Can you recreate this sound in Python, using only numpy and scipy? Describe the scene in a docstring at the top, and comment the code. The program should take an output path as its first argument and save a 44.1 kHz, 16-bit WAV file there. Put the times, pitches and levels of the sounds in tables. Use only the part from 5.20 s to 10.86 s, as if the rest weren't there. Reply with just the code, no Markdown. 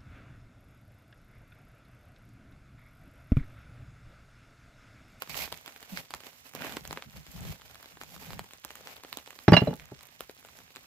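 """First to be heard are creases snapping in a woven plastic tarp, over a soft hiss of light rain.
A man handles the tarp outdoors by a stone wall: it rustles and flaps, and his soles scuff the concrete.
Later a stone that weighed it down is dropped on the concrete, bounces, clinks on another stone and settles.
Cracks are short noise bursts, rustle is clumped grains, sheet and stone are ringing modes, rain is
banded noise. Two microphones pick it up, with a few echoes off wall and ground."""
import sys
import numpy as np
from scipy import signal
from scipy.fft import rfft, irfft
from scipy.io import wavfile
from scipy.ndimage import uniform_filter1d, minimum_filter1d

SR = 44100
rng = np.random.default_rng(int(sys.argv[2]) if len(sys.argv) > 2 else 0)


def log_audio(samples):
    """Write samples as a 16-bit WAV file to the path given in sys.argv[1]."""
    # one column per channel
    frames = np.atleast_2d(samples).T
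    # limit to full scale, then quantise
    limited = np.clip(frames, -1, 1)
    pcm = np.round(limited * 32767).astype(np.int16)
    wavfile.write(sys.argv[1], SR, pcm)


def volts_from_decibels(level):
    """Turn decibel levels (scalar or array-like) into linear amplitude factors."""
    exponent = np.asarray(level, float) / 20
    return 10 ** exponent


N = 249606

# light rain, spectrum shape: [f/Hz, level/dB]
RAIN_SPECTRUM = [(18, -35), (30, -6), (76, 8), (350, -9.5), (694, -5), (1180, -2), (2600, -1.5),
                 (5890, -10.5), (7280, 1), (9230, -21.5), (14100, -15.5), (15200, -13), (16500, -30)]
RAIN_DB = -62  # rms of the hiss on its way to the microphones
# how alike the rain is left and right: [f/Hz, likeness, clipped to -1 (opposite) .. 1 (same)]
RAIN_LIKENESS = [(60, 0.96), (180, 1), (550, -0.41), (1650, -0.75), (4970, -1.4), (15000, -1.8)]
# big creases that snap: [t/s, crack level/dB, body over crack/dB, treble over crack/dB, left over right/dB]
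BIG_SNAPS = [(0.0218, -22, 0, -1, 2.5), (0.075, -35, -5.5, -9, 3), (0.096, -36, -3, 9, -1),
             (0.1443, -28, -8, -13, -10), (0.1546, -37, 2, -17, 13), (0.1763, -35, -9, -3, -15),
             (0.2776, -37, 5.5, -10, 1), (.3069, -46, -10, 2, 6), (0.3202, -31, -2, -2, 1),
             (0.3253, -21.5, -3.5, -1.5, 6.5), (0.3424, -35, -19, -8, -9), (0.3748, -39.5, -9, 5, -4),
             (0.461, -32, -9, 0, -1), (0.4785, -27.5, -4, -9, 2), (0.5623, -30.5, -10, -17, 3),
             (0.6284, -32.5, -7, -3, 3), (0.7737, -20.5, -27, -16, -1.5), (0.9066, -28, -13, -5, 4),
             (0.9387, -23.5, 0.5, -12, 3), (0.9482, -30, -27, 3, 0), (1.0051, -34, -8, -4, 2),
             (1.0361, -35, -5, -10, 0), (1.0682, -34.5, -5.5, -13, -4), (1.3366, -36, -5.5, -4, -3),
             (1.3507, -32.5, 3, 8.5, 0), (1.3602, -39, -1, 3, -2), (1.408, -37, 5, -10, 3),
             (1.4207, -34.5, 8, -24, -2), (1.447, -28.5, 2, -18, -1), (1.468, -31.5, 4, -11, 3),
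             (1.4949, -36, 3, -13, -1), (1.5234, -33, -21, -5, -10), (1.569, -22.5, 0.5, -6, 0),
             (1.6522, -30, -3.5, -4, -1), (1.6761, -36, -10, 10, 0), (1.7097, -24, -2.5, -14, 1.5),
             (1.7285, -25, 0, 0.5, 2.5), (1.7738, -26.5, 2.5, -20, 1.5), (1.8236, -26.5, -7, -15, 2.5),
             (1.971, -34.5, -21, -4, 0), (2.0666, -33.5, -10, -5, 2), (2.252, -33, -3, -4, 2),
             (2.4186, -36, -18, -6, 3), (2.546, -34, -22, -4, 3), (2.5562, -36.5, -10, -2, 5),
             (2.6286, -33.5, -11.5, -11, 4), (2.6587, -31.5, -12, -5, 7), (2.7715, -43, 5, -6, 3),
             (2.8141, -27, -2.5, -6, 2.5), (2.8354, -31.5, -5, 2, 6), (2.9637, -37.5, -0.5, 0, 1),
             (3.1056, -32, 0, -7, 4), (3.1329, -28.5, -3.5, -13, 0), (3.1933, -25, 0.5, -4, 2.5),
             (3.2428, -38, -4, 0, 2), (3.3094, -37, -11, -6, 1), (3.335, -32.5, -11, 0, 6),
             (3.4423, -33, -28, -11, 5), (3.4488, -30, -2, 8.5, 1), (3.5058, -28.5, -10.5, -17, 2),
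             (3.5551, -30, -8, -1.5, 4), (3.6727, -26.5, -12.5, -26, 1), (3.7665, -33, -15, -10, 3),
             (3.8362, -33, -4, 1.5, 7), (3.8483, -34.5, -1.5, -12, -1), (3.9281, -24, -13, -5, 0.5),
             (3.9395, -34, -19, -12, 5), (3.9721, -27.5, -2, 6, 1), (3.9864, -30, -9, -9, 6),
             (4.0615, -37, -26, -8, -9), (4.0756, -33, -3, -11.5, 4), (4.1063, -31.5, -11, -4, 0),
             (4.1895, -32.5, -5, -5, -1), (4.5395, -33.5, -18, -1, 7), (4.5977, -31.5, -14, -18, 0),
             (4.8092, -36.5, -15, -5, 3), (4.8338, -38, -12, -2, 5), (5.007, -27, 0, 3, 6),
             (5.0958, -33, 0, -11, 5.5), (5.2498, -36, -4, -9, 8), (5.3886, -46, 5.5, 8.5, 0),
             (5.5606, -29.5, -9, -4, 6), (5.5681, -32.5, -7, -7.5, -0.5)]
# small creases, snapping at random; rows are crack level, body, treble and left over right: [mean/dB, spread/dB]
SMALL_SNAP_SPREAD = [(-44, 2), (-9, 6), (-4, 5.8), (3, 1.9)]
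SMALL_SNAP_COUNT = 120
# echoes off wall and ground: [delay/s, level/dB]
ECHOES = [(.0072, -16), (0.013, -18.5), (0.021, -20.5), (.027, -46.5), (.039, -24)]
# soles scuffing the concrete, one curve per scuff: [t/s, level/dB]
SCUFF_CURVES = [
    [(.088, -90), (.096, -42), (.13, -51), (.18, -52), (.24, -40), (.27, -53), (.3, -98)],
    [(.74, -97), (.765, -45), (.775, -47), (.8, -59), (.83, -88)],
]
# resonances the sole rasps with: [f/Hz, width/Hz, level/dB]
SOLE_BANDS = [(740, 150, 0), (2280, 480, 7.5), (4330, 1200, 0)]
# colour of the rustling: [f/Hz, level/dB]
RUSTLE_SPECTRUM = [(150, -32), (250, 7), (349, -10.5), (408, 0), (809, 3.5), (1210, -2), (2280, 1),
                   (7900, -12), (9250, -20), (12000, -10.5), (15400, -16), (16500, -41)]
# rustling swells: pulls on the sheet and, at 4.3 s, crunch under the dropped stone:
# [start t/s, length/s, level at the end/dB, swell on the way/dB, treble over rustle/dB]
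RUSTLE_SWELLS = [(.096, 0.14, -41, 9.5, 2), (.165, 0.018, -45.5, -3, 4), (.34, 0.067, -63.5, 2, 2),
                 (.45, 0.091, -57.5, 1, -5), (.6, 0.064, -55.5, 7, -4), (.69, 0.098, -45.5, 11.5, 0.5),
                 (.99, 0.091, -54, 12, -2), (1.26, 0.0096, -56.5, -2, -0.5), (1.35, 0.1, -39.5, 12, -9.5),
                 (1.47, 0.099, -49.5, -6, -5), (1.65, 0.065, -58.5, -5, -5.5), (1.75, 0.015, -46.5, 28, -7),
                 (1.96, 0.0089, -53, -4, -3), (2.08, .1, -55.5, 7, 3), (2.19, 0.13, -48.5, 7.5, -2),
                 (2.39, 0.12, -62, 5.5, -1), (2.6, 0.13, -62, 5, -1.5), (2.82, 0.13, -56.5, 9.5, 2.5),
                 (3.0, .14, -51.5, 0, -2.5), (3.15, 0.027, -54, 2, -7), (3.31, .03, -60.5, -1, -4),
                 (3.45, 0.29, -51.5, 14, -2.5), (4.08, 0.16, -66, 2, 0), (4.3, .17, -48.5, -5, -13),
                 (4.48, 0.062, -58.5, 2, -3.5), (4.62, 0.052, -66.5, -8.5, -14),
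                 (4.76, .2, -72, -4.5, -7.5), (5.25, 0.16, -58.5, 13, -0.5)]
SWELL_RISE_DB_PER_S, SWELL_FALL_DB_PER_S, RESTING_RUSTLE_DB = 904, 303.5, -71.5
# flaps of the sheet: [start t/s, length/s, level at the end/dB, swell on the way/dB, tautness/dB per octave]
SHEET_FLAPS = [(.096, 0.15, -51.5, 3, -4), (.32, 0.013, -50, 6, -4), (.722, 0.0081, -44, 10, 9),
               (.778, 0.011, -51.5, 0, -2), (.934, 0.018, -58, 6, -6), (1.35, 0.2, -54, 4, 8),
               (1.6, 0.15, -51.5, 8, -2.5), (1.865, 0.018, -53.5, -1, 3), (1.94, 0.041, -45.5, 13, -0.5),
               (2.09, .015, -56, -5, 2), (2.15, 0.16, -41.5, 4.5, -0.5), (2.39, 0.18, -67, -0.5, -9.5),
               (2.74, 0.013, -61, -2, 5), (2.81, 0.4, -48, 16, 0.5), (3.6, 0.17, -75, -11, 5),
               (4.25, 0.4, -56, 20, -5), (4.75, 0.096, -71.5, -4, -10), (5.005, 0.013, -65, 2, -11),
               (5.15, 0.28, -65.5, 17, 5)]
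FLAP_RISE_DB_PER_S, FLAP_FALL_DB_PER_S, RESTING_FLAP_DB = 900, 346, -76
# the slack sheet as a drum, its low modes: [f/Hz, level/dB, t60/s]
SHEET_MODES = [(68.6, 2, 0.089), (118, -7, 0.17), (158.4, 3.5, 0.1), (203, -6.5, 0.12), (281, -9.5, 0.017),
               (190.4, -5.5, 0.15)]
# a big snap stirs the sheet for a moment: rustle and flap relative to its crack level
STIR_S, STIR_RUSTLE_DB, STIR_FLAP_DB = 0.01, -29.5, -41
# blows of the stone: [t/s, thud level/dB, knock level/dB, knock tilt/dB per octave]
STONE_BLOWS = [(4.2804, -4, -16, -0.5), (4.2936, -22, -28.5, -24), (4.3207, -2.5, -11, -4.5),
               (4.334, -23, -15, -1.5), (4.339, -10, -24, 2), (4.3674, -15, -14, 1),
               (4.4183, -15, -23.5, -7), (4.472, -13, -19.5, -18), (4.508, -28, -38, -6),
               (4.529, -31, -34, -7.5), (4.717, -32.5, -39.5, -12)]
# modes of the ground under the blow: [f/Hz, level/dB, t60/s]
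GROUND_MODES = [(75, -11, 0.042), (129, -3, 0.087), (145, -5, .06), (177, -3, 0.074), (252, -5, 0.078),
                (325, -9.5, .04), (432, -11.5, 0.046)]
# the stone's duller modes: [f/Hz, level/dB, t60/s]
KNOCK_MODES = [(490, -0.5, 0.01), (597, 1.5, 0.053), (690, 0, 0.019), (850, -0.5, .045), (950, -7, 0.031),
               (1147, -5.5, 0.055), (1380, -6, 0.046), (1690, -3.5, 0.026), (2120, -10.5, 0.021)]
# crunch under the stone, by octave: [f/Hz, level/dB, t60/s]
GRIT_BANDS = [(394, -11.5, 0.12), (840, -4.5, 0.067), (1580, -0.5, 0.043), (3130, -10.5, .05),
              (6400, -31.5, 0.071)]
# stone on stone: [t/s, then level/dB of each of the five clink groups]
STONE_CLINKS = [(4.2816, -61, -55, -38, -59, -38), (4.332, -37, -21, -31, -20.5, -40),
                (4.3666, -6, -33, -15.5, -49.5, -37), (4.408, -50.5, -42.5, -49, -47.5, -56.5),
                (4.474, -64.5, -51.5, -41, -60, -65), (4.507, -60.5, -55, -57, -64, -64)]
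# the stone's clink modes, in groups struck together: [f/Hz, level/dB, t60/s]
CLINK_GROUPS = [
    [(2798, 0, .075)],
    [(2882, 0.0017, 0.17)],
    [(4020, 0, 0.064), (4110, -18, 0.18)],
    [(4770, -0.5, .07), (4820, -21, 0.26)],
    [(5520, 2, 0.11), (5680, -6.5, .07)],
]
# balance of the two microphones: [f/Hz, left over right/dB]
MICROPHONE_LEAN = [(60, 4), (110, -0.5), (200, -0.5), (380, -1), (700, -2.5), (1290, -2.5), (2380, -6.5),
                   (4400, -7.5), (8120, -6), (15000, -18.5)]
CEILING_DB, LOOK_AHEAD_S = -1.5, 0.004


def in_time(rows):
    """Columns of a curve table at every sample."""
    s, *columns = np.transpose(rows)
    return [np.interp(np.arange(N) / SR, s, column) for column in columns]


def at_hz(points, hz):
    """A spectrum read on a log-frequency axis."""
    point_hz, values = np.transpose(points)
    return np.interp(np.log(hz + 1), np.log(point_hz), values)


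def rms_one(x):
    """Scaled to rms 1, all channels together."""
    return x / np.sqrt(np.mean(np.square(x)) + 1e-20)


def band(x, low_hz, high_hz):
    """Butterworth band-pass."""
    sos = signal.butter(2, [low_hz, min(high_hz, 0.45 * SR)], "band", fs=SR, output="sos")
    return signal.sosfilt(sos, x)


def low_pass(x, hz):
    """Butterworth low-pass."""
    return signal.sosfilt(signal.butter(2, hz, fs=SR, output="sos"), x)


def colour(x, db_at):
    """Causal (minimum-phase) filter with the given dB at each frequency."""
    cepstrum = irfft(np.log(volts_from_decibels(db_at(np.linspace(0, SR / 2, 2049)))))
    cepstrum[1:2048] *= 2      # folding the cepstrum gives minimum phase
    cepstrum[2049:] = 0
    return signal.fftconvolve(x, irfft(np.exp(rfft(cepstrum))))[:N]


def drift(rate_hz):
    """Slow random wander of rms 1: noise through two equal poles, drawn every 40 samples."""
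    r = np.exp(-80 * np.pi * rate_hz / SR)
    noise = rng.standard_normal(N // 40 + 2002)
    slow = signal.lfilter([1], [1, -2 * r, r * r], noise)[2000:]
    return np.interp(np.arange(N) / 40, np.arange(len(slow)), rms_one(slow))


def ring(clicks, hz, t60):
    """A mode: each unit click sets a decaying sine of height 1 ringing."""
    r, w = volts_from_decibels(-60 / (t60 * SR)), 2 * np.pi * hz / SR
    return signal.lfilter([0, np.sin(w)], [1, -2 * r * np.cos(w), r * r], clicks + 1e-18)


def pan(db):
    """Gains of left and right."""
    return np.array([volts_from_decibels(db / 2), volts_from_decibels(-db / 2)])


def grains(per_s, spread_db, clumps_db, widest_lag_s):
    """Tiny clicks in clumps, dealt to nine spots that reach the two microphones at different times."""
    born = rng.random(N) < per_s * volts_from_decibels(clumps_db) / SR
    heights = volts_from_decibels(spread_db * np.minimum(rng.exponential(1, N), 4))
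    clicks = born * heights * rng.choice([-1, 1], N)
    spot, out = rng.integers(0, 9, N), np.zeros((2, N))
    for k, lag_s in enumerate(np.linspace(-widest_lag_s, widest_lag_s, 9)):
        out[0] += np.roll(clicks * (spot == k), round(lag_s * SR))
    out[1] = clicks
    return rms_one(out)


def rain(patchy_db):
    """Half-octave bands of hiss, each flickering a little; likeness sets same or opposite sign at the ears."""
    out, together = 0, drift(8.0)
    edges = 30 * 2 ** np.arange(0, 9.6, 0.5)
    white = rng.standard_normal((2, 2, N))
    for k, (low, high) in enumerate(zip(edges, edges[1:])):
        mid, side = band(white[k % 2], low, high)      # neighbouring bands use different noise
        hz = np.sqrt(low * high)
        alike = np.clip(at_hz(RAIN_LIKENESS, hz), -1, 1)
        gain = volts_from_decibels(at_hz(RAIN_SPECTRUM, hz) + patchy_db * (together + drift(10.8)))
        out = out + gain * (np.sqrt(1 + alike) * mid + np.sqrt(1 - alike) * side * [[1], [-1]])
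    return volts_from_decibels(RAIN_DB) * rms_one(out)


def patter(per_s, level_db):
    """Lone drops and small creases tick here and there, in four pitch ranges with grains of their own."""
    ranges_hz = [(500, 1700), (1200, 4900), (2500, 6000), (5000, 26000)]
    ticks = [band(grains(per_s, 4.5, 2.2 * drift(2.4), 0.00044), *hz) for hz in ranges_hz]
    return volts_from_decibels(level_db) * sum(rms_one(x) for x in ticks)


def all_snaps():
    """The big creases, and small ones strewn at random among them."""
    mean, spread = np.transpose(SMALL_SNAP_SPREAD)
    when = rng.uniform(0.01, N / SR, (SMALL_SNAP_COUNT, 1))
    chance = np.clip(rng.standard_normal((SMALL_SNAP_COUNT, 4)), -1.5, 1.5)
    return np.vstack([BIG_SNAPS, np.hstack([when, mean + spread * chance])])


def snaps(crack_s=(0.0008, 0.0005, 0.0003), shiver_s=0.0072, shivers_db=(-16.0, -22.0, -30.0)):
    """Each crease gives a sharp crack, shorter in the treble, and a short shiver of the sheet around it."""
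    t, out = np.arange(1536) / SR, np.zeros((2, N + 4096))
    rows = all_snaps()
    noise = rng.standard_normal((len(rows), 1538))
    bursts = []
    for decay_s, shiver_db in zip(crack_s, shivers_db):
        envelope = np.exp(-t / decay_s) + volts_from_decibels(shiver_db) * np.exp(-t / shiver_s)
        bursts.append(noise[:, 2:] * envelope + 4.0 * (t == 0))      # a click opens each burst
    body, middle, treble = bursts
    parts = [band(body, 254, 1390),
             band(middle, 850, 3790) + volts_from_decibels(-17.0) * band(middle, 2450, 4170),
             band(treble, 5340, 7600) + volts_from_decibels(-6.5) * band(treble, 10900, 15100)]
    body, middle, treble = [p / np.abs(p).max(axis=1, keepdims=True) for p in parts]
    for k, (s, db, body_db, treble_db, lean_db) in enumerate(rows):
        crack = volts_from_decibels(db) * (volts_from_decibels(body_db) * body[k] + middle[k] + volts_from_decibels(treble_db) * treble[k])
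        at = round(s * SR)
        lag = round(3.3 * noise[k, 0] - 5)      # each crease lies elsewhere, mostly nearer the left
        left, right = pan(lean_db)
        out[0, at + lag:at + lag + 1536] += crack * left
        out[1, at:at + 1536] += crack * right
    return out[:, :N]


def wall(x):
    """A few dull echoes off wall and ground, a little later on the left."""
    out = np.zeros((2, N))
    for s, db in ECHOES:
        for ear, later in enumerate([1.06, 1]):
            lag = round(s * later * SR)
            out[ear, lag:] += volts_from_decibels(db) * x[ear, :-lag]
    return band(out, 130, 5700)


def scuffs():
    """Grit dragged under a sole: dense clicks into a few broad resonances."""
    grit = grains(7000.0, 3.3, 2.0 * drift(40.0), 0.0002)
    rasp = sum(volts_from_decibels(db) * band(grit, hz - width_hz / 2, hz + width_hz / 2) for hz, width_hz, db in SOLE_BANDS)
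    return sum(volts_from_decibels(in_time(rows)[0]) for rows in SCUFF_CURVES) * rms_one(rasp)


def effort(rows, rise_db_per_s, fall_db_per_s, rest_db):
    """Level of overlapping moves that set in, swell and die away, and their tint weighted by power."""
    start, length, db, swell_db, tint = [column[:, None] for column in np.transpose(rows)]
    t, length = np.arange(0, N + 64, 64) / SR, np.maximum(length, 0.003)
    to_go = 1 - np.clip((t - start) / length, 0, 1)
    before_s = np.maximum(start - t, 0)
    after_s = np.maximum(t - start - length, 0)
    level_db = db - swell_db * to_go - rise_db_per_s * before_s - fall_db_per_s * after_s
    power = volts_from_decibels(2 * level_db)
    total = power.sum(axis=0) + volts_from_decibels(2 * rest_db)
    return in_time(np.transpose([t, 10 * np.log10(total), (power * tint).sum(axis=0) / total]))


def stirred(under_db, tint):
    """The short move of the sheet that comes with each big snap."""
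    return [(s, STIR_S, db + under_db, 0, tint) for s, db, *_ in BIG_SNAPS]


def handling(restless_db=5.0, resting_treble_db=2.0, wander_db=2.5):
    """Course of the rustling: swells and snaps raise it, it is never quite still, and it wanders sideways."""
    swells = RUSTLE_SWELLS + stirred(STIR_RUSTLE_DB, -2.5)
    level_db, treble_db = effort(swells, SWELL_RISE_DB_PER_S, SWELL_FALL_DB_PER_S, RESTING_RUSTLE_DB)
    resting = np.clip((RESTING_RUSTLE_DB + 10.5 - level_db) / 10, 0, 1)
    level_db = level_db + restless_db * resting * drift(9.9)
    treble_db = treble_db + resting * resting_treble_db
    lean_db = 1.5 + wander_db * drift(1.5)
    return level_db, treble_db, lean_db


def rustle(level_db, treble_db, lean_db):
    """Large, middling and fine grains share their clumps; the fine ones have a level that varies by swell."""
    clumps_db = 4.0 * drift(50.0)
    large = band(grains(900.0, 3.6, clumps_db, 0.00027), 140, 880)
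    middling = band(grains(3000.0, 4.0, clumps_db, 0.00033), 1000, 3100)
    fine = band(grains(7000.0, 2.3, clumps_db, 0.00028), 4200, 22000)

    def rustle_coloured(pair):
        """Both channels filtered by the rustle spectrum, at rms 1."""
        return rms_one([colour(x, lambda hz: at_hz(RUSTLE_SPECTRUM, hz)) for x in pair])

    body, treble = rustle_coloured(large + middling), rustle_coloured(fine)
    return pan(lean_db) * volts_from_decibels(level_db) * (body + volts_from_decibels(treble_db) * treble)


def flap():
    """Uneven tugs set the low modes of the sheet going, nearly alike at both microphones."""
    moves = SHEET_FLAPS + stirred(STIR_FLAP_DB, -6.5)
    level_db, tautness = effort(moves, FLAP_RISE_DB_PER_S, FLAP_FALL_DB_PER_S, RESTING_FLAP_DB)
    tugs = grains(1100.0, 3.5, 0.62 * drift(17.0), 0.00027)
    modes = 0
    for hz, db, t60 in SHEET_MODES:
        gain = volts_from_decibels(db + tautness * np.log2(hz / 120))      # a taut sheet favours its higher modes
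        modes = modes + gain * ring(tugs * rng.choice([-1, 1], N), hz, t60)
    return volts_from_decibels(level_db - 26.0) * modes


def struck(times, modes, level_db, tilt_db, scatter_db):
    """Every blow strikes each mode with a strength of its own."""
    at, out = np.round(times * SR).astype(int), np.zeros(N)
    scatter = rng.normal(0, scatter_db, (len(at), len(modes)))
    for k, (hz, db, t60) in enumerate(modes):
        octaves = np.log2(hz / modes[0][0])
        clicks = np.zeros(N)
        clicks[at] = volts_from_decibels(level_db + db + tilt_db * octaves + scatter[:, k]) * (-1) ** (k + 1)
        out += ring(clicks, hz, t60)
    return out


def crunch(times, knock_db, tilt_db, grit_db):
    """Grit under each blow: octave bands of decaying noise, partly shared by both ears."""
    grit = 0
    for hz, db, t60 in GRIT_BANDS:
        kicks = np.zeros(N)
        kicks[np.round(times * SR).astype(int)] = volts_from_decibels(knock_db + db + grit_db + tilt_db * np.log2(hz / 500))
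        dying = signal.lfilter([1], [1, -volts_from_decibels(-60 / (t60 * SR))], kicks)
        common, own = rng.standard_normal(N), rng.standard_normal((2, N))
        grit = grit + dying * rms_one(band(common + 0.77 * own, hz / np.sqrt(2), hz * np.sqrt(2)))
    return grit


def stone(grit_db=-2.5, lean_db=0.0, clink_lean_db=-2.5):
    """The ground thuds, the stone knocks with a gritty crunch and clinks where it meets stone."""
    s, thud_db, knock_db, tilt_db = np.transpose(STONE_BLOWS)
    # contact takes a moment, which dulls thud and knock
    thud = low_pass(struck(s, GROUND_MODES, thud_db, 0, scatter_db=3.0), 900.0)
    knock = low_pass(struck(s, KNOCK_MODES, knock_db, tilt_db, scatter_db=3.5), 3500.0)
    grit = crunch(s, knock_db, tilt_db, grit_db)
    s, *levels = np.transpose(STONE_CLINKS)
    clink = sum(struck(s, group, db, 0, scatter_db=0.3) for group, db in zip(CLINK_GROUPS, levels))
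    clink = band(clink, 1000, 6200)
    both = thud + pan(lean_db)[:, None] * (knock + grit) + pan(clink_lean_db)[:, None] * clink
    return np.array([np.roll(both[0], -3), both[1]])      # the left microphone is nearer


def scene():
    """Sheet, soles and stone before the wall, in the rain."""
    hits = snaps() + stone()
    hiss = rain(patchy_db=0.8)
    rustle_and_flap = rustle(*handling()) + flap()
    return rustle_and_flap + scuffs() + hits + wall(hits) + hiss + patter(40.0, level_db=-71.0)


def limit(x):
    """The gain dips smoothly around any peak that would pass the ceiling."""
    reach = 2 * round(LOOK_AHEAD_S * SR) + 1
    gain = np.minimum(1, volts_from_decibels(CEILING_DB) / (np.abs(x).max(axis=0) + 1e-9))
    return x * uniform_filter1d(minimum_filter1d(gain, size=reach), size=reach)


def top_cut(x):
    """Nothing passes above the cut-off."""
    return signal.sosfilt(signal.butter(12, 16970, fs=SR, output="sos"), x)


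def record(dry):
    """The right microphone hears more treble than the left; both ends are cut and peaks are limited."""
    left = colour(dry[0], lambda hz: at_hz(MICROPHONE_LEAN, hz) / 2)
    right = colour(dry[1], lambda hz: -at_hz(MICROPHONE_LEAN, hz) / 2)
    cut = signal.sosfilt(signal.cheby2(8, 40, 16400, fs=SR, output="sos"), [left, right])
    cut = signal.sosfilt(signal.butter(2, 50.0, "high", fs=SR, output="sos"), cut)
    return top_cut(limit(cut))


dry = scene()
out = record(dry)
log_audio(out)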